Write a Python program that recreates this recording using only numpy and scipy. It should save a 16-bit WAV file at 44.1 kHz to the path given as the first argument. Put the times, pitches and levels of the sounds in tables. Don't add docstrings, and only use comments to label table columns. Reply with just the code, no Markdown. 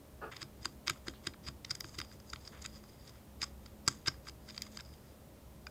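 import sys
import numpy as np
from scipy import signal
from scipy.fft import rfft, irfft
from scipy.io import wavfile
from scipy.ndimage import uniform_filter1d

SR = 44100
rng = np.random.default_rng(int(sys.argv[2]) if len(sys.argv) > 2 else 0)


def output_pcm(signal):
    pcm = np.clip(np.atleast_2d(signal).T, -1, 1) * 32767
    wavfile.write(sys.argv[1], SR, np.round(pcm).astype(np.int16))


def voltage_ratio(decibels):
    exponent = np.asarray(decibels, float) / 20
    return 10 ** exponent


N = 251370

# f/Hz, width/Hz, level/dB
KNOCK = [(1160, 260, 1.64), (1360, 173, 1.76), (1610, 173, -0.41)]
# f/Hz, width/Hz, level/dB
BODY = [(1976, 344, 2), (2573, 1470, -2.5)]
# f/Hz, width/Hz, level/dB
MIDDLE = [(3200, 250, -2), (3670, 200, 2), (4250, 400, -6)]
# f/Hz, width/Hz, level/dB
GLASS = [(4740, 300, -5), (4920, 230, 0), (5250, 400, -10), (5580, 300, -13)]
# f/Hz, width/Hz, level/dB
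TREBLE = [(6324, 230, 1.5), (6880, 360, 0), (7700, 340, -2), (8670, 400, -10), (9780, 1200, -14),
          (11800, 1100, -18)]


def evened(x):
    return x / np.sqrt(np.mean(x ** 2) + 1e-20)


def read(points, hz):
    f, value = np.transpose(points)
    return np.interp(np.log(hz + 1), np.log(f + 1), value)


def add(mix, s, sound):
    part = mix[round(s * SR):][:len(sound)]
    part += sound[:len(part)]


def ring(modes, spot_db=0, size=1024):
    t = np.arange(size) / SR
    spot = rng.standard_normal(len(modes)) * spot_db
    response = 0
    for k, (hz, width, db) in enumerate(modes):
        decay = voltage_ratio(db + spot[k]) * width * np.exp(-np.pi * width * t)
        response = response + (-1) ** k * decay * np.sin(2 * np.pi * hz * t)
    soft_start = 1 - np.exp(-t / 0.0002)
    return soft_start * response


def grit(count, spread_db):
    size = np.minimum(rng.exponential(1, count), 4)
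    return rng.standard_normal(count) * voltage_ratio(spread_db * size)


def room_tone():
    # f/Hz, relative level per Hz/dB
    room_shape = [(20, -16), (64, -1.5), (117, -1.5), (206, -7.5), (326, -9), (640, -15.5), (936, -18.5),
                  (1560, -25.5), (2410, -28.5), (6000, -31.5), (12900, -32), (15300, -31), (17000, -62)]
    # f/Hz, width/Hz, rms level/dB
    hum_bands = [(66.8, 11.6, -60), (211.4, 2.2, -65), (550, 35, -73), (615.7, 3.4, -74.5)]
    noise_db, whine_hz, whine_db = -57, 13786, -79
    hz, t = np.fft.rfftfreq(N, 1 / SR), np.arange(N) / SR
    noise = rfft(rng.standard_normal((1 + len(hum_bands), N)))
    out = voltage_ratio(noise_db) * evened(irfft(noise[0] * voltage_ratio(read(room_shape, hz)), N))
    for spectrum, (f, width, db) in zip(noise[1:], hum_bands):
        resonance = 1 / (1 + (2 * (hz - f) / width) ** 2)
        out += voltage_ratio(db) * evened(irfft(spectrum * resonance, N))
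    return out + voltage_ratio(whine_db) * np.sqrt(2) * np.sin(2 * np.pi * whine_hz * t)


def slide():
    # t/s, level/dB
    contour = [(0.204, -94), (0.218, -46.5), (0.244, -42), (0.302, -55.5), (0.31, -80)]
    # f/Hz, width/Hz, level/dB
    wood = [(303, 200, -6), (442, 47, 3), (630, 91, -5), (850, 110, -5.5), (1220, 47, 2), (1460, 34, 3),
            (1490, 240, -15), (1664, 44, -3.5), (2590, 330, -19.5), (4650, 600, -31)]
    s, db = np.transpose(contour)
    t = np.arange(s[0], s[-1], 1 / SR)
    rough = grit(len(t), 0.7)
    sound = evened(signal.fftconvolve(rough, ring(wood))[:len(t)])
    fades = signal.windows.tukey(len(t), 0.12)
    return s[0], voltage_ratio(np.interp(t, s, db)) * sound * fades


def echo(x):
    # f/Hz, t60/s
    decay_times = [(200, 0.6), (1500, 0.14), (5000, 0.15), (7000, 0.2), (12000, 0.08)]
    hz, t, z = signal.stft(rng.standard_normal(SR // 2), SR, nperseg=256)
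    decay = voltage_ratio(-60 * t / read(decay_times, hz)[:, None])
    tail = signal.istft(z * decay, SR, nperseg=256)[1]
    tail *= np.arange(len(tail)) > 0.004 * SR
    return signal.fftconvolve(x, tail / np.linalg.norm(tail))[:N]


def scrape():
    # t of most pressure/s, glass ring level/dB, time to rise by 20 dB/ms, time to fall by 20 dB/ms,
    # low modes above the ring/dB, treble modes above the ring/dB
    strokes = [(0.318, -62.5, 8, 140, 10, -3.5), (0.422, -55, 25, 30, -2, -3.5),
               (0.656, -59, 65, 77, -3, -3.5), (0.873, -51.5, 9.2, 45, 5.5, 1), (0.91, -65, 30, 120, 4, 0),
               (1.081, -58, 28, 46, 1, 0), (1.27, -57, 41, 39, 3, -4), (1.48, -51, 42, 27, 0, -5.5),
               (1.708, -60, 50, 120, 0.5, -8), (1.875, -59, 110, 60, -10, -2.5),
               (1.942, -66.5, 55, 60, -2, 4), (1.997, -56, 67, 110, -6, -9),
               (2.134, -60.5, 41, 41, -6, -3.5), (2.301, -63, 84, 130, -10, -3),
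               (2.468, -58.5, 130, 81, -6.5, -4.5), (2.531, -70, 15, 140, 11.5, 3),
               (2.665, -67.5, 190, 140, 1, -5), (2.76, -59.5, 50, 57, -5, -5.5),
               (2.9, -70, 200, 150, -6, -3), (3.01, -69, 80, 60, -2, -7), (3.084, -61, 110, 48, -4.5, -5),
               (3.16, -73, 80, 86, 5, -5), (3.412, -56.5, 13, 95, -1.5, -2), (3.66, -72.5, 50, 80, 3, 0),
               (3.875, -53, 28, 67, -5, -9), (3.911, -60, 33, 100, -2, 2), (4.063, -57, 7.5, 55, 7, 3),
               (4.14, -69, 130, 82, 2.5, -9), (4.284, -54, 40, 18, -4.5, -4), (4.5, -53, 45, 30, -3.5, -8),
               (4.555, -62, 110, 60, -4, -1), (4.63, -62, 100, 74, 0, -4), (4.669, -60, 23, 29, 1.5, -3),
               (4.75, -61, 70, 85, -3, 1), (4.86, -65, 50, 64, -9, -9), (4.935, -70.5, 74, 120, -3, -6),
               (5.09, -71, 120, 90, -1, -6)]
    strays_per_s, stray_cap_db = 40, 7.5
    clump_db, wander_db = 2.4, 3

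    ms = np.arange(0, N / SR * 1e3)
    s, glass_db, rise, fall, low_db, treble_db = np.transpose(strokes)[:, :, None]
    late = ms - s * 1e3
    drop_db = 20 * np.where(late < 0, -late / rise, late / fall)
    power = voltage_ratio(glass_db - drop_db) ** 2
    middle_db = -3.5 + low_db + 0.36 * (treble_db - low_db)
    levels = []
    for above_db in (0, low_db, middle_db, treble_db):
        level = np.sqrt((power * voltage_ratio(above_db) ** 2).sum(0))
        levels.append(np.interp(np.arange(N) / SR * 1e3, ms, level))

    clumps = evened(uniform_filter1d(rng.standard_normal(N), size=200))
    strays = uniform_filter1d((rng.random(N) < strays_per_s / SR) * 68.0, size=90)
    force = grit(N, 2.5) * voltage_ratio(clump_db * clumps) * voltage_ratio(stray_cap_db * np.minimum(strays, 1))

    drift = uniform_filter1d(rng.standard_normal((len(GLASS), N)), size=1500, axis=1)
    wander = voltage_ratio(wander_db * evened(drift))
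    glass = np.zeros(N)
    for k, mode in enumerate(GLASS):
        glass += (-1) ** k * signal.oaconvolve(force * wander[k], ring([mode]))[:N]
    parts = [glass]
    for modes in (KNOCK + BODY, MIDDLE, TREBLE):
        parts.append(signal.oaconvolve(force, ring(modes))[:N])
    return sum(level * evened(part) for level, part in zip(levels, parts))


def crunches():
    # knock/dB, body and middle/dB, treble/dB;
    # duration scale/ms. Levels are the highest 1.5 ms rms, ahead of the cup's low cut
    crunch_list = [(0.368, -46, -20, -3, -7, 4.9), (0.4122, -56, -2, -2, -8, 5.4),
                   (0.42, -44.5, -4.5, -5.5, -7.5, 9.2), (0.4294, -39, -5.5, -9, -9.5, 4),
                   (0.649, -52.5, 2, 6.5, 3, 3.1), (0.6572, -29, -3, -12.5, -8.5, 3.1),
                   (0.875, -40, 2, -7, -6, 3.3), (0.881, -28, -6.5, -3, -13, 0.93),
                   (0.8993, -32.5, 2, -1, 0.5, 4), (0.9083, -45, 0, -2, 2, 3.4),
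                   (0.961, -77.5, 22, 7, 6, 4.6), (1.0722, -52, 5, -10, -2, 6),
                   (1.0838, -38.5, -0.5, -2, -6.5, 3.2), (1.1385, -70, 15, 6, 0, 3.3),
                   (1.2717, -31.5, -4.5, -6, -6.5, 6.4), (1.3385, -63.5, 1, 7.5, -11, 2.2),
                   (1.343, -68, 18, 2, -1, 2.3), (1.4869, -39, -4, -7.5, -10, 5.6),
                   (1.6501, -42.5, -11, -1, -7, 3.1), (1.6972, -48, -9, -15, -13, 3.2),
                   (1.7095, -31, -10.5, -10.5, -11.5, 4.9), (1.7143, -35.5, -9, -15, -7, 3.4),
                   (1.7537, -42, -10.5, -9.5, -2.5, 4), (1.8085, -35, -11, -10.5, -8, 4.3),
                   (1.845, -48.5, 5, -3, -7, 2.5), (1.8939, -51, -9, -20, -7, 5.3),
                   (1.9467, -54.5, 0, -5, -2, 9.4), (1.953, -55.5, -7, -4, 0, 1.8),
                   (1.9892, -39.5, -6, -2.5, -4.5, 6.8), (2.0025, -42.5, 3, -1.5, -5, 2.3),
                   (2.0161, -39, -3.5, -3, -11, 1.3), (2.049, -62.5, 4, 1, 6, 2.5),
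                   (2.1166, -70.5, 15.5, 9, -3, 3.3), (2.202, -57, -5, -9, -2, 3),
                   (2.302, -48.5, -21, -23, -4, 8.2), (2.335, -40.5, 3, -3.5, -4.5, 4.6),
                   (2.361, -56, 4, 8.5, -4, 1.1), (2.4537, -55, -16, -8, -10, 4.8),
                   (2.4773, -42, -12, -15, -11.5, 3.3), (2.624, -49.5, -20, -12, 1, 9.7),
                   (2.645, -57, -8, 0, 6, 5.8), (2.652, -49.5, 4.5, 3, -2, 9.7),
                   (2.6619, -41, -12, -4, 2, 3.1), (2.8399, -60.5, 5.5, -8, -4, 4),
                   (3.078, -53.5, -15, -8, -5, 5.4), (3.0952, -53.5, -3, -9, -7, 3.9),
                   (3.419, -34, -19, -5.5, -7, 4), (3.4291, -33.5, -14, -18, -7, 4.8),
                   (3.432, -33.5, -4, -10, -12, 7.4), (3.4409, -39.5, -1, -9, -1.5, 10),
                   (3.6623, -52.5, -0.5, -6.5, -7, 4.5), (3.8789, -20.5, -9, -16.5, -4, 1.1),
                   (3.8842, -26.5, -1.5, -10.5, -1, 5), (4.0633, -45, 0, 1.5, -13, 3.8),
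                   (4.075, -32, -6, -9.5, -8, 7.3), (4.0833, -24.5, -6.5, -11.5, -12.5, 8.5),
                   (4.102, -62, 4, -13, -6, 5.4), (4.1437, -69, 15, 2, 0, 3), (4.2714, -58, 12, 1, -2, 5.6),
                   (4.2872, -41.5, -8, -17, -11, 5.8), (4.2971, -47, -10, -7, -5, 5.2),
                   (4.4903, -49.5, -5.5, -8, -9, 7.3), (4.5013, -51.5, -8, -6, -13, 6.5),
                   (4.5077, -47, -19, -7, -17, 2.6), (4.547, -56, -15, -1, -9, 3),
                   (4.566, -52, -10, -9, -12, 6.4), (4.5795, -36, -12.5, -8, -12, 2.3),
                   (4.6215, -34.5, -27, -8, -3, 1.4), (4.7735, -40, -5, -6.5, -5.5, 2.3),
                   (4.7923, -53, 5, -6, -11, 3.9), (4.8012, -60.5, 8, 9, -1, 5.3),
                   (4.8081, -43, -9, -13, -9, 4.7), (4.851, -57, -18, -18, -13, 3),
                   (4.9397, -63, -14, 0, 1, 3)]
    # f/Hz, width/Hz, level/dB
    spoon = [(3212, 36.3, 0)]
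    body_db, spoon_db = 0.4, -17
    thin_hz = 830
    out = np.zeros(N)
    t = np.arange(-882, 882) / SR * 1e3
    for s, glass_db, knock_db, middle_db, treble_db, ms in crunch_list:
        late = t + 1.33
        width = np.where(late < 0, 0.35, 0.3) * ms
        force = np.exp(-abs(late / width) ** 1.01) * grit(len(t), 2.4)
        groups = ((GLASS, 0), (KNOCK, knock_db), (BODY, middle_db + body_db), (MIDDLE, middle_db),
                  (TREBLE, treble_db), (spoon, middle_db + spoon_db))
        for modes, above_db in groups:
            sound = signal.fftconvolve(force, ring(modes, spot_db=1.0, size=4096))
            peak = np.sqrt(uniform_filter1d(sound ** 2, size=66).max())
            add(out, s - 882 / SR, voltage_ratio(glass_db + above_db) * sound / peak)
    return signal.sosfilt(signal.butter(2, thin_hz, "high", fs=SR, output="sos"), out)


def thumps():
    # t/s, peak level/dB, upper modes above lower/dB
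    pushes = [(0.424, -44.5, -2.5), (0.658, -41, 1), (0.88, -45.5, 13), (0.905, -38, -3.5),
              (1.081, -35.5, 6), (1.27, -36.5, 1), (1.485, -41.5, -11.5), (1.71, -44.5, -14),
              (1.844, -44, -4.5), (1.983, -41, -1.5), (2.336, -47.5, -12), (2.657, -57, 8),
              (3.425, -46, -12), (3.877, -32, -3), (3.907, -46, -6), (4.079, -33.5, -4.5), (4.289, -52, 5)]
    # f/Hz, level/dB, factor on t60
    table_modes = [(100, 5.5, 1.2), (130, 4, 1.82), (269, -1, 2.54), (330.5, 15, 0.54)]
    soft_t60_s, soft_db = 0.12, -43
    hard_t60_s, hard_db = 0.064, -33.5
    out, t = np.zeros(N), np.arange(8000) / SR
    for s, peak_db, upper_db in pushes:
        hardness = (peak_db - soft_db) / (hard_db - soft_db)
        t60 = max(soft_t60_s + (hard_t60_s - soft_t60_s) * hardness, 0.02)
        swing = np.zeros(len(t))
        for hz, db, slow in table_modes:
            level_db = db + upper_db * (hz > 200) - 60 * t / (t60 * slow)
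            swing += voltage_ratio(level_db) * np.sin(2 * np.pi * hz * t)
        swing *= 1 - np.exp(-t / 0.002)
        add(out, s, voltage_ratio(peak_db) * swing / abs(swing).max())
    return out


def snaps():
    # t/s, peak level/dB
    snap_list = [(0.8724, -47), (0.8964, -49), (1.269, -59), (1.6477, -69), (1.7509, -56), (1.803, -39),
                 (1.987, -43), (2.0024, -57), (2.6594, -59), (3.8761, -59), (4.0824, -52), (4.6194, -45)]
    # f/Hz, width/Hz, level/dB
    snap_modes = [(10300, 1800, 9), (13000, 2300, -13), (14500, 1100, 12.5)]
    out, t = np.zeros(N), np.arange(300) / SR
    for s, peak_db in snap_list:
        burst = grit(len(t), 6.0) * t * np.exp(-t / 0.0019)
        sound = signal.fftconvolve(burst, ring(snap_modes, size=128))
        add(out, s, voltage_ratio(peak_db) * sound / abs(sound).max())
    return out


def rubs():
    # t/s, rms level before the fades/dB, length/s, f/Hz, width/Hz
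    rub_list = [(1.138, -63, 0.076, 3600, 1500), (2.524, -55, .08, 1000, 1600)]
    out = np.zeros(N)
    for s, db, length, hz, width in rub_list:
        u = np.arange(0, 1, 1 / (length * SR))
        sound = signal.fftconvolve(grit(len(u), 1.4), ring([(hz, width, 0)], size=128))[:len(u)]
        fades = np.minimum(u / 0.085, 1) * (1 - u)
        add(out, s, voltage_ratio(db) * evened(sound) * fades)
    return out


def tap():
    # t/s, peak level/dB
    tap_event = (5.6676, -33.5)
    # f/Hz, width/Hz, level/dB
    tapped_modes = [(1180, 230, -7), (1500, 140, -1.5), (2420, 80, 2.5), (3550, 210, -16),
                    (4910, 250, -3.5), (6980, 240, -10.5)]
    s, peak_db = tap_event
    contacts = np.r_[0.6, np.zeros(46), 1, np.zeros(60), 0.4]
    force = np.convolve(contacts, signal.windows.hann(6))
    sound = signal.fftconvolve(force, ring(tapped_modes))
    return s, voltage_ratio(peak_db) * sound / abs(sound).max()


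def scene():
    near = scrape() + crunches() + thumps() + snaps() + rubs()
    add(near, *slide())
    add(near, *tap())
    echo_db = -21
    return (near + voltage_ratio(echo_db) * echo(near) + room_tone())[None]


def roll_off(x):
    return signal.sosfilt(signal.butter(12, 16610, fs=SR, output="sos"), x)


def record(dry):
    return roll_off(dry)


dry = scene()
out = record(dry)
output_pcm(out)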